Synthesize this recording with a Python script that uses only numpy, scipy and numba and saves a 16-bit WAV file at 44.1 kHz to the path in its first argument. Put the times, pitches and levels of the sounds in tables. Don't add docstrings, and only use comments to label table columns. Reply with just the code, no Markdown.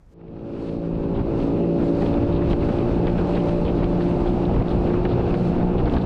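import sys
import numpy as np
from scipy import signal
from scipy.fft import rfft, irfft
from scipy.io import wavfile
from scipy.ndimage import uniform_filter1d
from numba import njit

SR = 44100
rng = np.random.default_rng(int(sys.argv[2]) if len(sys.argv) > 2 else 0)


def volts(x):
    e = np.asarray(x, float) / 20
    return 10 ** e


def to_wav(sig):
    pcm = np.clip(np.atleast_2d(sig), -1, 1) * 32767
    pcm = np.round(pcm).astype(np.int16)
    wavfile.write(sys.argv[1], SR, pcm.T)


N = 266805
TIME = np.arange(N) / SR

# time [s], engine cycle rate [Hz], share of the cruise colour [0-1],
# firing tone swell [dB] as the pump loads and unloads.
ENGINE_RUN = [(0, 55.53, 0.43, 0.5), (.55, 56.1, 0.39, -3.5), (.92, 56.18, 0.01, 6),
              (1.3, 56.23, 0.21, -8.5), (1.95, 57.06, 0.19, 6.5), (2.18, 57.23, 0.19, -7),
              (2.42, 57.53, 0.12, 4.5), (2.75, 57.68, 0.37, -11.5), (3.0, 58.17, 0.47, 1.5),
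              (3.35, 58.22, 0.31, 1), (3.9, 57.98, 0.51, -0.5), (4.45, 58.61, 0.46, 2.5),
              (4.85, 58.3, 0.62, -2), (5.2, 59.42, 0.96, -3), (5.5, 58.91, 0.64, 3.5),
              (6.05, 59.93, 0.9, -3)]


def curves(table):
    s, *columns = np.transpose(table)
    return [np.interp(TIME, s, c) for c in columns]


def unit(x):
    return x / np.sqrt(np.mean(x ** 2))


def walk(rate):
    hold = int(SR / rate)
    levels = np.repeat(rng.standard_normal(N // hold + 1), hold)
    slewed = uniform_filter1d(uniform_filter1d(levels, hold), hold)
    return unit(slewed[:N])


def colour(x, points):
    hz, db = np.transpose(points)
    log_hz = np.log(np.maximum(np.arange(N // 2 + 1) * SR / N, 1))
    return irfft(rfft(x) * volts(np.interp(log_hz, np.log(hz), db)), N)


def patchy(points, shared, own_db, rate):
    whole = rfft(colour(rng.standard_normal(N), points))
    octave = np.log2(np.maximum(np.arange(N // 2 + 1) * SR / N, 1))
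    lowest, highest = np.floor(np.log2(points[0][0])), np.log2(points[-1][0])
    out = 0
    for centre in np.arange(lowest, highest + .5, .5):
        band = irfft(whole * np.clip(1 - 2 * np.abs(octave - centre), 0, 1), N)
        out = out + band * volts(shared + own_db * walk(rate))
    return unit(out)


def mesh(x):
    return signal.sosfilt(signal.butter(8, 4800, fs=SR, output="sos"), x)


def bursts(table, below, above):
    out = np.zeros(N)
    t = np.arange(8192) / SR
    noise = rng.standard_normal((len(table), len(t)))
    for (s, db, length, hz), row in zip(table, noise):
        sos = signal.butter(2, [hz * below, hz * above], "band", fs=SR, output="sos")
        band = signal.sosfilt(sos, row)
        age = t / max(1.5 * length, .003)
        burst = unit(band) * age ** 2 * np.exp(1 - age ** 2) * volts(db)
        i = int(s * SR)
        out[i:i + len(t)] += burst[:N - i]
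    return mesh(out)


@njit
def follow(x, attack, release):
    y, level = np.empty(len(x)), 0.
    for i in range(len(x)):
        level += (x[i] - level) * (attack if x[i] > level else release)
        y[i] = level
    return y


def calm_air():
    # frequency [Hz], level [dB per Hz].
    air_colour = [(10, -9), (40, 0.5), (180, -10), (430, -22), (1000, -28.5), (3000, -44), (6000, -45),
                  (13000, -56.5), (16000, -61.5)]
    cut_s, breath_s, breath_db, treble_hz = .142, .045, 7, 3000
    air = volts(-50.5) * unit(colour(rng.standard_normal(N), air_colour))
    treble = colour(air, [(treble_hz / 2, -30), (treble_hz, 0)])
    breath = np.exp(-((TIME - cut_s) / breath_s) ** 2) - .4
    air = air + treble * (volts(breath_db * breath) - 1)
    return air * np.clip((cut_s - TIME) / .002, 0, 1)


def engine():
    # order of the cycle, level while settling [dB], level at cruise [dB].
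    order_levels = [(1, -14, -14.5), (2, -13, 0), (3, -1, 1.5), (4, -8, -13.5), (5, 2.5, -17), (6, 1, -3.5),
                    (7, -3.5, -24), (8, -8, -10.5), (9, -12, -14), (10, -3.5, -20.5), (11, -28.5, -21.5),
                    (12, -21, -16), (13, -27.5, -19), (15, -27.5, -16.5)]
    # time [s], swell [dB].
    pump_swell = [(0, -3.5), (.5, 2), (.9, 0), (1.3, -0.5), (1.7, -1), (2.1, 3.5), (2.5, -3), (2.9, 1.5),
                  (3.3, 1), (3.7, 2.5), (4.1, 4.5), (4.5, -0.5), (4.9, 3), (5.3, -5.5), (5.7, 1.5),
                  (6.05, -3.5)]
    pump_shares = {5: 0.52, 6: 0.49, 10: 1.0, 15: .9}
    # time [s], swell [dB].
    hull_swell = [(0, 0.5), (.75, 0), (1.0, -1.5), (1.3, -0.5), (1.7, -1.5), (1.95, 1), (2.3, 0), (2.52, 5),
                  (2.72, -5.5), (2.95, 0.5), (3.25, -3.5), (3.6, -1), (4.1, 0.5), (4.45, 5.5), (4.62, -4),
                  (5.0, 0.5), (5.7, 2), (6.05, -5.5)]
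    hz, late, firing_db = curves(ENGINE_RUN)
    late = np.clip(late, 0, 1)
    pump_db, hull_db = curves(pump_swell)[0], curves(hull_swell)[0]
    settling = np.exp(-(TIME / 1.9) ** 2)
    relapse = .8 * np.exp(-((TIME - 5.37) / 0.3) ** 2)
    uneven_db = 7 * (settling + relapse - .5)
    angle = 2 * np.pi * np.cumsum(hz * (1 + 0.001 * walk(10))) / SR
    lean = -0.81
    out = 0
    for k, early_db, late_db in order_levels:
        db = early_db + late * (late_db - early_db) + 1.64 * walk(8)
        db = db + pump_shares.get(k, 0) * pump_db
        if k == 3:
            db = db + firing_db
        if k == 6:
            db = db + hull_db
        if k in (4, 7, 8, 9):
            db = db + uneven_db
        drawn_out = 0.12 * (k - 6) ** 2
        wander = 1.3 if k > 10 else 0.45 if k in pump_shares else .8
        out = out + volts(db) * np.sin(k * angle + lean + drawn_out + wander * walk(9))
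    return out * volts(-5.5 + 1.5 * (1 - late)), angle


def gusts():
    # time [s], wind strength [dB].
    wind_strength = [(0, 7), (.5, 0.5), (.85, -2), (1.25, 4), (1.65, -12), (2.1, 3), (2.55, 4.5),
                     (3.0, -0.5), (3.3, 1), (3.55, -3.5), (3.85, 3.5), (4.15, -6), (4.6, 4), (5.05, 1),
                     (5.3, 3), (5.7, 0.5), (5.9, 3.5), (6.05, 0.5)]
    return curves(wind_strength)[0]


def buffets():
    # time the heave ends [s], strength [dB].
    heaves = [(.48, 1.5), (.8, 1.5), (1.22, 5), (1.42, 0), (1.84, 8), (2.05, 1), (2.542, 3.5), (2.65, 0),
              (2.78, -1), (3.081, 3.5), (3.22, 5), (3.391, 5.5), (3.5, 5), (3.86, 3), (4.3, 1), (4.48, -3),
              (4.628, 8), (4.779, 3), (5.06, 0.5), (5.212, 5), (5.349, 6), (5.5, -1.5), (5.66, 3),
              (5.88, 5), (5.981, 9)]
    heave_s, lull_s, lull_share = .05, 0.13, 0.58
    out = 0
    for s, db in heaves:
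        age = TIME - s
        heave = np.exp(-(age / heave_s) ** 2)
        lull = -lull_share * np.exp(-(age / lull_s) ** 2)
        out = out + db * np.where(age < 0, heave, lull)
    return uniform_filter1d(out, size=SR // 100)


def waves():
    # time of the crest [s], swell [dB], rise [s], fall [s].
    crests = [(.25, -0.5, 0.18, .1), (.66, 10, 0.16, 0.15), (1.18, -0.5, .05, 0.07),
              (1.421, 5.5, 0.093, 0.1), (1.85, 5.5, 0.037, 0.069), (2.03, 8, 0.1, 0.11),
              (2.51, 10, 0.016, 0.034), (2.7, 4.5, 0.13, 0.19), (2.92, 3, 0.046, .06),
              (3.328, 5.5, 0.2, 0.08), (3.49, 5.5, 0.11, 0.14), (3.85, 1.5, 0.11, 0.24),
              (4.2, 5.5, 0.27, 0.21), (4.72, 4.5, 0.095, 0.23), (5.49, 6, 0.18, 0.042),
              (5.94, 5, 0.037, 0.076)]
    out = 0
    for s, db, rise, fall in crests:
        out = out + db * np.exp(-((TIME - s) / np.where(TIME < s, rise, fall)) ** 2)
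    return out


def wind(rumble_db, roar_db, flap_db, angle):
    # frequency [Hz], level [dB per Hz].
    rumble_colour = [(8, -25), (15, -4), (40, -2), (80, -6), (130, -9.5), (220, -22.5)]
    roar_colour = [(50, -24), (100, -6.5), (170, -2), (260, -3), (400, -6.5), (600, -14), (800, -15.5),
                   (1200, -30.5), (1800, -46.5), (2600, -70)]
    flap_colour = [(700, -18), (1000, -4), (1300, -5), (1900, -15), (2550, -14), (3200, -20), (4200, -23),
                   (5600, -33.5), (7300, -45)]
    # time [s], swell of the roar's top [dB].
    churn_swell = [(0, 4), (.35, -0.5), (.8, -2.5), (1.2, 1.5), (1.7, -4), (2.05, 1.5), (2.4, -2),
                   (2.9, -1.5), (3.3, 0.5), (3.8, -0.5), (4.25, 0.5), (4.7, 1.5), (5.05, 2.5), (5.4, -3),
                   (5.8, 3.5), (6.05, 2.5)]
    buffet = walk(11)
    rumble = patchy(rumble_colour, 1.4 * buffet, own_db=1.5, rate=6.4)
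    roar = patchy(roar_colour, 0.47 * buffet, own_db=1.2, rate=10)
    flap = patchy(flap_colour, 0.2 * buffet + 0.8 * walk(40), own_db=1.0, rate=20)
    knee_hz = 633
    top = colour(roar, [(knee_hz / 0.78, -40), (knee_hz, 0)])
    roar = roar + top * (volts(curves(churn_swell)[0]) - 1)
    roar = roar * (1 + 0.29 * np.sin(angle))
    return rumble * volts(rumble_db + 1.2) + roar * volts(roar_db + 0.5) + flap * volts(flap_db + 2.0)


def port(db):
    cavity_hz, width_hz = 2616, 500
    b, a = signal.iirpeak(cavity_hz, cavity_hz / width_hz, fs=SR)
    ring = signal.lfilter(b, a, signal.lfilter(b, a, rng.standard_normal(N)))
    return unit(ring) * volts(db + 2.1 * walk(30))


def spray(db):
    # frequency [Hz], level [dB per Hz].
    spray_colour = [(2500, -7.5), (4300, -3), (5600, -13), (7000, -17.5), (8500, -18.5), (10000, -27),
                    (12000, -35.5), (14300, -58)]
    fine = volts(2.0 * rng.exponential(size=N)) * rng.standard_normal(N)
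    hiss = patchy(spray_colour, .7 * walk(25), own_db=.7, rate=35)
    return (hiss + 0.29 * unit(colour(fine, spray_colour))) * volts(db + 9.0)


def tears():
    # time [s], peak [dB].
    tear_hits = [(.213, -26), (.279, -16), (.195, -21), (.238, -21), (.363, -24), (1.633, -29),
                 (1.474, -31), (0.387, -18), (0.533, -16), (0.976, -26), (0.953, -19), (1.4, -17),
                 (2.018, -25), (2.06, -13), (2.138, -12.5), (2.171, -26), (2.457, -25), (2.527, -10),
                 (2.605, -15), (2.69, -20), (2.7132, -20), (2.783, -14), (3.067, -8), (3.174, -20),
                 (3.345, -17), (3.645, -21), (3.84, -9), (4.0, -24), (4.56, -23), (4.595, -11),
                 (4.6187, -11), (4.935, -20), (5.049, -6), (5.338, -10), (5.9636, -7)]
    length_s, centre_hz = 0.0026, 2150
    return volts(-8) * bursts([(s, db, length_s, centre_hz) for s, db in tear_hits], below=.33, above=1.45)


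def slaps():
    # time [s], peak [dB].
    slap_hits = [(2.015, -8.5), (2.5, -20), (2.523, -8), (3.068, -9), (3.362, -8), (3.82, -8.5),
                 (5.046, -5), (5.336, -9.5), (4.931, -8.5), (5.2, -13), (5.852, -9), (5.868, -5),
                 (5.962, -5), (.2, -12), (.358, -14.5), (.59, -23), (.672, -20), (1.148, -17), (1.184, -19),
                 (1.797, -17), (2.166, -14), (2.412, -9.5), (2.68, -10), (2.713, -15), (3.505, -15),
                 (3.796, -16), (3.998, -12), (4.248, -13), (4.595, -13), (4.66, -14), (4.895, -10),
                 (5.555, -23), (5.604, -16), (5.778, -23), (5.793, -10)]
    length_s, centre_hz = 0.0075, 1430
    return volts(-7.0) * bursts([(s, db, length_s, centre_hz) for s, db in slap_hits], below=0.48, above=1.12)


def drops():
    # time [s], peak [dB], pitch [Hz], sharpness [pitch over bandwidth].
    drop_hits = [(0.2145, -16.0, 2280.0, 1.6), (0.2814, -20.0, 2580.0, 2.1), (0.3647, -20.0, 1980.0, 2.3),
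                 (0.3936, -16.0, 2760.0, 1.1), (0.9533, -19, 2630.0, 1.6), (1.1549, -26, 3790.0, 3.7),
                 (1.1703, -26, 3620.0, 4.2), (1.4013, -19.5, 2630.0, 2.0), (1.7885, -24, 2200, 1.5),
                 (2.0633, -17.0, 3360.0, 2.8), (2.1411, -21.0, 3450.0, 3.3), (2.3262, -22.0, 3570.0, 3.2),
                 (2.3513, -22, 3790.0, 3.7), (2.3586, -24.0, 3320.0, 3.0), (2.3626, -18.0, 3360.0, 1.5),
                 (2.5023, -17.0, 3790.0, 3.7), (2.5093, -16.0, 3700.0, 1.8), (2.514, -20.0, 3060.0, 3.2),
                 (2.5243, -19.0, 3400.0, 3.0), (2.532, -4, 2540.0, 1.3), (2.5372, -26.0, 4090.0, 3.2),
                 (2.7867, -19.0, 3530.0, 2.6), (3.07, -18, 3490.0, 3.1), (3.08, -12, 2540.0, 1.4),
                 (3.3564, -15.0, 3400.0, 1.5), (3.3673, -15, 2110.0, 1.9), (3.3723, -20.0, 1850.0, 3.1),
                 (3.6527, -17.0, 3400.0, 1.9), (3.6811, -12, 2580.0, 1.4), (3.7844, -25, 3400.0, 3.6),
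                 (3.8278, -23, 1850.0, 3.1), (3.8318, -23, 1810.0, 3.5), (3.8428, -11, 2930.0, 1.7),
                 (4.454, -19, 3790.0, 3.7), (4.5625, -20, 2400, 3), (4.6235, -13, 2540.0, 1.4),
                 (4.6834, -18, 3530.0, 3.4), (4.6929, -18.0, 4090.0, 1.9), (4.7093, -22.0, 3450.0, 3.3),
                 (5.0545, -9.0, 2540.0, 1.3), (5.2116, -21, 1850.0, 3.1), (5.3429, -14, 1980.0, 2.3),
                 (5.3509, -20, 3830.0, 2.3), (5.7819, -23.0, 4010.0, 2.7), (5.7893, -21.0, 3060.0, 3.2),
                 (5.858, -20.0, 3880.0, 3.8), (5.8976, -10.0, 3010.0, 1.5), (5.9385, -19.0, 3960.0, 2.3),
                 (5.9665, -12.0, 3530.0, 1.9), (6.0133, -21.0, 3960.0, 3.3)]
    ring_share = .55
    glide = .05
    out, t = np.zeros(N + 1024), np.arange(-256, 768) / SR
    for (s, db, hz, sharp), turn in zip(drop_hits, rng.random(len(drop_hits))):
        age = t * hz / (ring_share * max(sharp, .5))
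        shape = np.exp(-age ** 2 / np.where(age < 0, 1, 2.5))
        cycles = hz * t * (1 + glide * age / 2) + turn
        i = int(s * SR) - 256
        out[i:i + len(t)] += volts(db) * shape * np.sin(2 * np.pi * cycles)
    return volts(2) * mesh(out[:N])


def puffs():
    # time [s], peak [dB], length [s], centre [Hz].
    puff_hits = [(1.137, -22.5, .011, 3095), (2.05, -21, 0.0082, 3500), (2.315, -27, 0.013, 3300),
                 (2.345, -22.5, 0.014, 3200), (2.493, -24, 0.0098, 3000), (2.518, -18, 0.0035, 3060),
                 (2.484, -20, .003, 2600), (2.507, -17, 0.0045, 2800), (3.075, -18, .005, 2500),
                 (5.026, -25, 0.0047, 2800), (5.047, -15, 0.004, 2596), (3.33, -18, 0.0055, 2496),
                 (3.395, -18.5, .006, 2600), (3.34, -17, 0.0097, 3130), (3.65, -20, 0.008, 2992),
                 (4.255, -21, 0.012, 2981), (4.69, -22, 0.016, 3200), (5.1, -21, 0.014, 3400),
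                 (5.77, -19.5, .011, 2789), (5.852, -18, 0.0039, 3599), (5.893, -22, .002, 2700),
                 (5.932, -14, 0.0041, 3058), (6.006, -22, 0.0082, 3600), (1.165, -23, .005, 3200),
                 (1.18, -26, .012, 2680), (1.415, -24, 0.0091, 2600), (2.125, -27, 0.0054, 3300),
                 (3.665, -19, 0.015, 2500), (3.778, -21.5, 0.006, 2780), (4.003, -21, 0.011, 3500),
                 (4.05, -23, 0.0093, 2594), (4.288, -20.5, 0.0071, 3000), (4.449, -20.5, .004, 3602),
                 (5.075, -22, 0.014, 3598), (5.155, -27, .007, 2597), (4.865, -22, 0.0065, 2500),
                 (.585, -21, .009, 2300), (.68, -19, .008, 2580), (2.79, -25, 0.0097, 2470),
                 (3.175, -22, .012, 2600), (3.475, -22, .01, 2800), (5.98, -17, 0.0031, 3500),
                 (2.618, -17, 0.007, 2300), (4.845, -21, .016, 2500), (4.955, -19, .004, 2400),
                 (3.09, -24, .006, 3900)]
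    return volts(-6.5) * bursts(puff_hits, below=.8, above=1.25)


def scene():
    gust_db, wave_db, buffet_db = gusts(), waves(), buffets()
    speed = curves(ENGINE_RUN)[0] - 58

    def driven(db, by_gust, by_wave, by_buffet, by_speed):
        return db + by_gust * gust_db + by_wave * wave_db + by_buffet * buffet_db + by_speed * speed

    flap_steady_db = -27.5
    rumble_db = driven(-8, 0.73, 0.061, 1, 0.8)
    roar_db = driven(-5, 0.071, 0.15, 0.56, 0.42)
    flap_db = driven(flap_steady_db, 0.37, 0.44, 0.44, 0.78)
    spray_db = driven(-52.5, .05, 1.25, .05, .1)
    port_db = -38 + .3 * (flap_db - flap_steady_db)
    hum, angle = engine()
    air = wind(rumble_db, roar_db, flap_db, angle) + port(port_db)
    water = spray(spray_db) + tears() + slaps() + drops() + puffs()
    return (hum + air + water)[None]


def roll_off(x):
    return signal.sosfilt(signal.butter(12, 15000, fs=SR, output="sos"), x)


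def record(dry):
    threshold_db, ratio, attack_s, release_s = 3, 2.58, 0.0015, 0.06
    peak = follow(np.abs(dry[0]), 1 / (attack_s * SR), 1 / (release_s * SR))
    gain = np.minimum(volts(threshold_db) / (peak + 1e-9), 1) ** (1 - 1 / ratio)
    fade_from_s, fade_to_s = 0.093, 1.615
    fader = volts(-17) * np.clip((TIME - fade_from_s) / (fade_to_s - fade_from_s), 0, 1)
    x = dry * gain * fader + calm_air()
    x = x * np.clip((TIME[-1] - TIME) / .004 + .4, 0, 1)
    return roll_off(0.5 * np.tanh(x / 0.57))


dry = scene()
out = record(dry)
to_wav(out)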